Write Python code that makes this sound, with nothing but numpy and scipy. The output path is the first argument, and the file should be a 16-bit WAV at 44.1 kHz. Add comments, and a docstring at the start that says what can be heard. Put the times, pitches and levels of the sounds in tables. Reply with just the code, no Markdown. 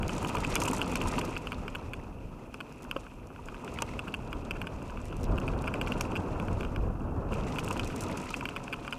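"""A mountain bike rolls fast down a gravel trail, heard by a cased camera on the rider's chest.
The tyres roar and crunch over stones while wind buffets the case and the camera ticks in its mount.
Chain, cables and flung stones slap the frame over the bumps and set its tubes ringing.
At the end the ground turns smooth: the roar drops and the tread hums."""
import sys
import numpy as np
from scipy import signal
from scipy.fft import rfft, irfft, next_fast_len
from scipy.io import wavfile

SR = 44100
rng = np.random.default_rng(int(sys.argv[2]) if len(sys.argv) > 2 else 0)


def int16_out(signal):
    """Quantize to a 16-bit WAV file."""
    q = np.round(np.clip(np.atleast_2d(signal).T, -1, 1) * 32767)
    wavfile.write(sys.argv[1], SR, q.astype(np.int16))


N = 396018

# Modes of the plastic case. Each row: pitch in Hz, level in dB, time to fall 60 dB in seconds.
CASE_MODES = [(1100, -14, 0.036), (1395, -0.5, 0.01), (2525, 9.5, 0.011), (2653, 4, 0.015),
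              (3120, -5, 0.026), (4600, -9, 0.011), (8100, -13, 0.0079), (12350, -12, 0.0044)]
# Modes of the frame tubes. Each row: pitch in Hz, level in dB, time to fall 60 dB in seconds.
TUBE_MODES = [(447, -21.5, 0.048), (983, -10.5, 0.04), (1227, -12, 0.029)]


def gain_of(db):
    """Decibels to gain."""
    return 10 ** (np.asarray(db) / 20)


def unit_rms(x):
    """Scales to rms 1."""
    return x / np.sqrt(np.mean(x ** 2) + 1e-20)


def add(mix, start, sound):
    """Lays a sound into the mix at a start in seconds."""
    part = mix[max(round(start * SR), 0):][:len(sound)]
    part += sound[:len(part)]


def coloured(x, spectrum):
    """Shapes a sound by an EQ curve of (Hz, dB) points, rms 1."""
    size = next_fast_len(len(x))
    points_hz, db = np.transpose(spectrum)
    hz = np.fft.rfftfreq(size, 1 / SR)
    curve = gain_of(np.interp(np.log(hz + 1), np.log(points_hz), db))
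    return unit_rms(irfft(rfft(x, size) * curve, size)[:len(x)])


def flutter(hz):
    """A random waver, mostly slower than hz, rms 1."""
    return unit_rms(signal.lfilter(*signal.butter(2, hz, fs=SR), rng.standard_normal(N)))


def ring(modes, detune=1, lift_db=0, rise_s=0.00057):
    """Dying sines after a blow, scaled to peak 1 before lift_db shifts the modes under 2 kHz."""
    hz, db, t60 = np.transpose(modes)[:, :, None]
    t = np.arange(2000) / SR
    partials = gain_of(db - 60 * t / t60) * np.sin(2 * np.pi * hz * detune * t)
    partials *= 1 - np.exp(-(t / rise_s) ** 2)
    return (partials * gain_of(lift_db * (hz < 2000))).sum(0) / abs(partials.sum(0)).max()


def grains(per_s, spread_db, t60):
    """Random puffs of noise with sharp starts; a few are large."""
    sizes = gain_of(spread_db * np.minimum(rng.exponential(1, N), 4))
    onsets = rng.random(N) < per_s / SR
    decay = gain_of(-60 / (t60 * SR))
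    return signal.lfilter([1], [1, -decay], sizes * onsets) * rng.standard_normal(N)


def ride_db(layer):
    """The fader of the "wind" or the "roar" along the trail."""
    # Each row: time in seconds, wind level in dB, roar level in dB before its drop on smooth ground.
    faders = [(0.0, -35, -37), (0.32, -40.5, -34), (0.37, -34, -37), (0.6, -43, -33), (1.07, -36.5, -35.5),
              (1.15, -43.5, -35.5), (2.37, -43.5, -49), (2.4, -51, -48), (3.3, -49, -48.5),
              (3.83, -43, -42), (4.05, -46, -43), (4.45, -40, -41), (4.6, -44, -41.5), (5.13, -39, -43.5),
              (5.33, -26, -34.5), (5.38, -33.5, -36), (6.3, -40.5, -34.5), (6.88, -27, -38.5),
              (6.93, -33, -39), (7.6, -38, -35), (8.85, -50.5, -41), (8.98, -55, -44)]
    times, wind_db, roar_db = np.transpose(faders)
    return np.interp(np.arange(N) / SR, times, {"wind": wind_db, "roar": roar_db}[layer])


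def grit_db():
    """Looseness of the ground as a crunch level, hushed during a short jump near 7 s."""
    # Each row: time in seconds, crunch level in dB.
    looseness = [(0.0, -60.5), (0.14, -50.5), (0.77, -49), (1.2, -48), (1.46, -59), (1.86, -61),
                 (2.11, -68.5), (3.0, -62.5), (3.28, -69), (3.81, -55.5), (4.15, -62), (4.92, -61.5),
                 (5.65, -59), (6.01, -54), (6.21, -58.5), (6.6, -60.5), (6.99, -70), (7.28, -67),
                 (7.325, -54.5), (8.23, -52), (8.57, -59), (8.98, -58)]
    return np.interp(np.arange(N) / SR, *np.transpose(looseness))


def wind():
    """Lumpy low buffeting on the case, in quick gusts."""
    # Colour of the buffeting. Each row: frequency in Hz, relative level in dB.
    spectrum = [(10, -29), (30, 4), (60, -2), (96, -5), (150, -11), (300, -21), (700, -27.5), (2000, -74)]
    gusts_db = 1.8 * flutter(hz=5.1) + 1.2 * flutter(hz=5.1)
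    rumble = coloured(rng.standard_normal(N), spectrum)
    return gain_of(ride_db("wind")) * unit_rms(rumble * gain_of(gusts_db))


def tyres():
    """Knobs drum on the dirt in a wavering roar, stones pop under them, and the air inside sings."""
    # Colour of the roar. Each row: frequency in Hz, relative level in dB.
    spectrum = [(40, -34), (90, 1), (140, -1.5), (250, -2), (320, -4.5), (520, -7.5), (620, -9.5),
                (800, -13), (980, -12), (1450, -20), (1900, -36), (4000, -70)]
    # Modes of the air in the tyre. Each row: pitch in Hz, level in dB, time to fall 60 dB in seconds.
    cavity_modes = [(252.4, 6, 0.13), (499, -5.5, 0.16)]
    smooth_from_s, smooth_db = 8.23, -4
    drumming = rng.standard_normal(N) * gain_of(1.76 * flutter(hz=21))
    pops = unit_rms(grains(per_s=150, spread_db=1.5, t60=0.054))
    roar = coloured(drumming + 0.5 * pops, spectrum)
    roar_db = ride_db("roar") + smooth_db * (np.arange(N) / SR > smooth_from_s)
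    air = unit_rms(signal.oaconvolve(rng.standard_normal(N), ring(cavity_modes))[:N])
    return gain_of(roar_db) * roar + gain_of(-12 + 0.67 * grit_db()) * air


def gravel():
    """Stones grind into a hiss and snap one by one, each size in its own colour."""
    # Colour of the crunch. Each row: frequency in Hz, relative level in dB.
    spectrum = [(800, -21), (2000, 10.5), (4000, 2.5), (6000, 2.5), (7500, 0), (10000, -7), (12500, -12),
                (13500, -18), (15000, -17)]
    grind = rng.standard_normal(N) * gain_of(2.2 * flutter(hz=13))
    snaps = np.zeros(N)
    for hz in (2470, 4450, 8750, 10800):
        band = signal.butter(1, [hz / 1.5, hz * 1.08], "band", fs=SR)
        snaps += signal.lfilter(*band, grains(per_s=42, spread_db=4, t60=0.023))
    snap_gain = gain_of(17.5 + 0.32 * grit_db())  # looser ground leans towards snaps
    return gain_of(grit_db()) * coloured(grind + snap_gain * unit_rms(snaps), spectrum)


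def clatter():
    """Small stones pelt the frame tubes, more on loose ground; the tubes ring only briefly."""
    pelting = grains(per_s=300, spread_db=3, t60=0.015)
    damped_tubes = ring(TUBE_MODES) * gain_of(-60 * np.arange(2000) / SR / 0.044)
    return gain_of(0.9 * grit_db()) * unit_rms(signal.oaconvolve(pelting, damped_tubes)[:N])


def hiss():
    """A faint, steady, bright hiss under the ride."""
    # Colour of the hiss. Each row: frequency in Hz, relative level in dB.
    spectrum = [(1500, -10), (4000, -1), (5500, 2), (6150, 4), (6800, -0.5), (10000, -1), (11200, 4.5),
                (12300, -5), (15500, -2)]
    return gain_of(-73) * coloured(rng.standard_normal(N), spectrum)


def camera_case():
    """The plastic case hums under dense shaking, and carries the ticks and rubs of its mount."""
    low_modes = [mode for mode in CASE_MODES if mode[0] < 4000]  # soft contact wakes only these
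    body = ring(low_modes, lift_db=-8)
    shaking = rng.standard_normal(N) + unit_rms(grains(per_s=200, spread_db=1.5, t60=0.0052))
    hum = gain_of(-11 + 0.77 * grit_db()) * unit_rms(signal.oaconvolve(shaking, body)[:N])
    out = hum + mount_ticks() + mount_rubs() / np.linalg.norm(body)
    for hz, q in ((1900, 3.5), (3900, 4)):  # groups of modes cancel between them
        out = signal.lfilter(*signal.iirnotch(hz, q, fs=SR), out)
    return out


def mount_ticks():
    """The camera knocks in its mount and bounces once; the case rings a little differently each time."""
    # Each row: start in seconds, level in dB before the low lift, bounce in dB against the knock.
    ticks = [(0.0292, -26.5, -23), (0.0933, -23, -15), (0.247, -25.5, -20), (0.2988, -28, -20),
             (0.3502, -27, -20), (0.3687, -23.5, -23), (0.4476, -18.5, -24), (0.535, -35, 3),
             (0.5537, -23, -20), (0.5608, -17, -5), (0.6175, -21.5, -13), (0.651, -24, -5),
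             (0.6641, -27, -18), (0.6813, -22, -17), (0.794, -29, -23), (0.8154, -15, -9), (0.924, -29, -2),
             (0.955, -18.5, -9), (1.0142, -22.5, -20), (1.182, -24, -20), (1.2135, -22.5, -14),
             (1.3649, -25, -1), (1.471, -23, -22), (1.5198, -22, -20), (1.5284, -29, -20),
             (1.68, -25.5, -20), (1.7498, -25.5, 3), (1.934, -24.5, -3.5), (2.5426, -30, -9),
             (2.604, -28, 1.5), (2.849, -43, -15), (2.9121, -18, -22), (2.9644, -27, -11),
             (3.066, -42, -18), (3.303, -48, -18), (3.361, -42, -19), (3.485, -35, -19), (3.544, -36, -10),
             (3.6776, -34, -20), (3.787, -24, -20), (3.821, -22, -6), (3.9917, -21.5, -10),
             (4.0809, -30.5, -4), (4.1404, -20, -4.5), (4.329, -26.5, -19), (4.509, -18.5, -8),
             (4.6156, -23.5, -10), (4.642, -43, -15), (4.67, -26.5, -8), (4.819, -41, -11),
             (4.898, -38.5, -8), (4.9734, -35, -15), (5.126, -35.5, -13), (5.3786, -31, 4),
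             (5.415, -38, -3), (5.479, -24, -4.5), (5.535, -40, -9), (5.641, -32, -20), (5.6725, -31, -18),
             (5.677, -22.5, -7), (5.74, -21.5, -23), (5.8133, -19, -8.5), (5.8722, -25, -2),
             (5.9204, -20.5, -20), (6.0091, -20.5, -8), (6.119, -31, -20), (6.1541, -26, 1.5),
             (6.1652, -24.5, -7), (6.3988, -25.5, -20), (6.483, -31, -17), (6.608, -26, -18),
             (6.631, -31, -18), (6.649, -30, -20), (6.7608, -29.5, -22), (7.323, -33, -23),
             (7.332, -29.5, -17), (7.5586, -30, -20), (7.585, -21.5, -4.5), (7.678, -26.5, -20),
             (7.71, -24.5, -5), (7.7667, -31, -22), (7.7952, -18, -9), (7.901, -34, -15), (8.176, -32, -15),
             (8.306, -47, -15), (8.3408, -20, -10), (8.409, -26.5, -22), (8.4543, -20.5, -27),
             (8.4883, -23.5, -20), (8.5625, -24.5, -20), (8.5672, -23.5, -24), (8.6793, -30, -20),
             (8.7267, -22.5, 2), (8.7351, -27, 2.5), (8.8488, -34, -15), (8.878, -29, -17),
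             (8.925, -22.5, -5), (8.932, -25.5, -17)]
    hard_db, softening = -9, 0.6  # each dB under a hard knock lifts the low modes by 0.6 dB
    snap_shape = np.r_[np.zeros(12), gain_of(-19 - 60 * np.arange(400) / SR / 0.008)]
    bright_band = signal.butter(3, [4400, 12800], "band", fs=SR)
    detunes = rng.uniform(0.939, 1.101, (len(ticks), len(CASE_MODES), 1))
    noises = rng.standard_normal((len(ticks), len(snap_shape)))
    bounce_delays_s = rng.uniform(0.00442, 0.0055, len(ticks))
    out = np.zeros(N)
    for (start, db, bounce_db), detune, noise, delay in zip(ticks, detunes, noises, bounce_delays_s):
        knock = ring(CASE_MODES, detune, lift_db=softening * (hard_db - db))
        add(knock, 0, snap_shape * signal.lfilter(*bright_band, noise))  # dry snap of contact
        add(out, start, gain_of(db) * knock)
        add(out, start + delay, gain_of(db + bounce_db) * knock)
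    return out


def frame_slaps():
    """Chain, cables and flung stones crack brightly on the frame, coloured by where they land."""
    # Each row: start in seconds, level in dB, time to fall 60 dB in seconds.
    slaps = [(0.0802, -32.5, 0.011), (0.1667, -42, 0.0093), (0.2268, -42, 0.03), (0.2738, -38, 0.016),
             (0.2829, -34, 0.01), (0.2914, -35, 0.016), (0.3524, -35.5, 0.019), (0.404, -38, 0.015),
             (0.5552, -9.5, 0.0043), (0.6013, -33, 0.038), (0.617, -35, 0.056), (0.636, -28, 0.015),
             (0.6537, -35, 0.038), (0.677, -36.5, 0.07), (0.7126, -27, 0.0058), (0.7323, -35, 0.038),
             (0.7486, -36, 0.015), (0.78, -39, 0.031), (0.8783, -41, 0.024), (0.9165, -37, 0.018),
             (0.9568, -20, 0.0066), (1.018, -35.5, 0.015), (1.0845, -37.5, 0.033), (1.194, -40, 0.022),
             (1.25, -37.5, 0.022), (1.3767, -41.5, 0.022), (2.541, -46, 0.017), (2.724, -48, 0.012),
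             (2.8228, -46, 0.012), (2.8307, -39.5, 0.0066), (2.8418, -45, 0.012), (3.0078, -42, 0.0044),
             (3.271, -46, 0.0092), (3.4575, -48, 0.012), (3.646, -42.5, 0.012), (3.741, -45, 0.019),
             (3.821, -24, 0.012), (5.0546, -42.5, 0.013), (5.167, -45, 0.015), (5.2316, -43, 0.017),
             (5.241, -37.5, 0.011), (5.4003, -43, 0.012), (5.6207, -43, 0.013), (6.009, -28, 0.022),
             (6.0223, -45, 0.018), (7.34, -42, 0.014), (7.5922, -44, 0.053), (7.645, -31.5, 0.0095),
             (7.6852, -37.5, 0.016), (7.7087, -39, 0.018), (7.727, -38, 0.029), (7.7742, -37.5, 0.013),
             (7.8452, -38, 0.013), (7.8744, -36.5, 0.015), (7.961, -38, 0.021), (8.007, -36, 0.032),
             (8.0197, -42, 0.053), (8.0363, -37, 0.017), (8.083, -48, 0.015), (8.113, -44, 0.02),
             (8.172, -46, 0.063), (8.3044, -38.5, 0.018), (8.363, -45.5, 0.086)]
    brightest_hz, spread = 6600, 0.11
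    out, t = np.zeros(N), np.arange(3000) / SR
    hz = np.fft.rfftfreq(len(t), 1 / SR) + 1
    band = 1 / (1 + (3000 / hz) ** 4) / (1 + (hz / 12500) ** 6)
    for start, db, t60 in slaps:
        noise = rng.standard_normal(len(t))
        centre_hz = brightest_hz * np.exp(spread * noise[0])
        colour = band * (0.8 + np.exp(-(np.log(hz / centre_hz) / 0.25) ** 2))
        envelope = gain_of(-60 * t / t60) * (1 - np.exp(-t / 0.0003))
        add(out, start, gain_of(db) * unit_rms(irfft(rfft(noise) * colour)) * envelope)
    return out


def tube_knocks():
    """Blows ring the frame tubes, each at slightly different pitches."""
    # Each row: start in seconds, peak level in dB.
    knocks = [(0.349, -20.5), (0.424, -28), (0.53, -32), (0.555, -27), (0.621, -22.5), (0.675, -23),
              (0.731, -28.5), (0.923, -30), (1.055, -25), (1.181, -23.5), (3.39, -37.5), (3.637, -33.5),
              (3.82, -23), (6.006, -27), (7.705, -25.5), (8.305, -31)]
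    out = np.zeros(N)
    for start, db in knocks:
        detune = rng.uniform(0.92, 1.03, (len(TUBE_MODES), 1))
        add(out, start, gain_of(db) * ring(TUBE_MODES, detune, rise_s=0.0011))
    return out


def stone_thuds():
    """A stone knocks dully under the frame."""
    # Each row: start in seconds, peak level in dB.
    thuds = [(2.961, -19), (3.819, -26.5)]
    # Modes of the thud. Each row: pitch in Hz, level in dB, time to fall 60 dB in seconds.
    modes = [(300, 7, 0.019), (540, 2.5, 0.042), (1080, 0.5, 0.032), (1276, -3, 0.034)]
    out = np.zeros(N)
    for start, db in thuds:
        add(out, start, gain_of(db) * ring(modes, rise_s=0.0021))
    return out


def mount_rubs():
    """The case rubs in its mount: short scrapes that favour its low modes."""
    # Each row: start in seconds, length in seconds, relative level in dB.
    rubs = [(4.071, 0.014, -49), (4.551, 0.022, -49.5), (5.67, 0.02, -47), (8.507, 0.028, -56)]
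    out = np.zeros(N)
    for start, length, db in rubs:
        scrape = rng.standard_normal(2000) * (np.arange(2000) < length * SR)
        add(out, start, gain_of(db) * signal.oaconvolve(scrape, ring(CASE_MODES, lift_db=19.5)))
    return out


def tread_hum():
    """On smooth ground the knobs pass evenly and hum a faint stack of harmonics."""
    # Each row: time in seconds, hum level in dB.
    fader = [(8.2, -70), (8.33, -48), (8.6, -47), (8.98, -49)]
    knob_hz, harmonics_db = 140, (0, -1, -4, -6, -6)
    cycles = np.cumsum(knob_hz * (1 + 0.001 * flutter(hz=3))) / SR
    hum = sum(gain_of(db) * np.sin(2 * np.pi * (k * cycles + rng.random()))
              for k, db in enumerate(harmonics_db, 1))
    level_db = np.interp(np.arange(N) / SR, *np.transpose(fader), left=-200)
    return gain_of(level_db) * unit_rms(hum)


def scene():
    """Everything reaches one microphone."""
    bed = hiss() + wind() + tyres() + tread_hum() + gravel()
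    rattles = clatter() + camera_case() + frame_slaps() + tube_knocks() + stone_thuds()
    return (bed + rattles)[None]


def record(dry):
    """Cuts the rumble under 12 Hz and the treble above 15.4 kHz."""
    low_cut = signal.lfilter(*signal.butter(2, 12, "high", fs=SR), dry)
    top_filter = signal.firwin(511, 15400, window=("kaiser", 9), fs=SR)
    return signal.oaconvolve(low_cut, top_filter[None], "same")


dry = scene()
out = record(dry)
int16_out(out)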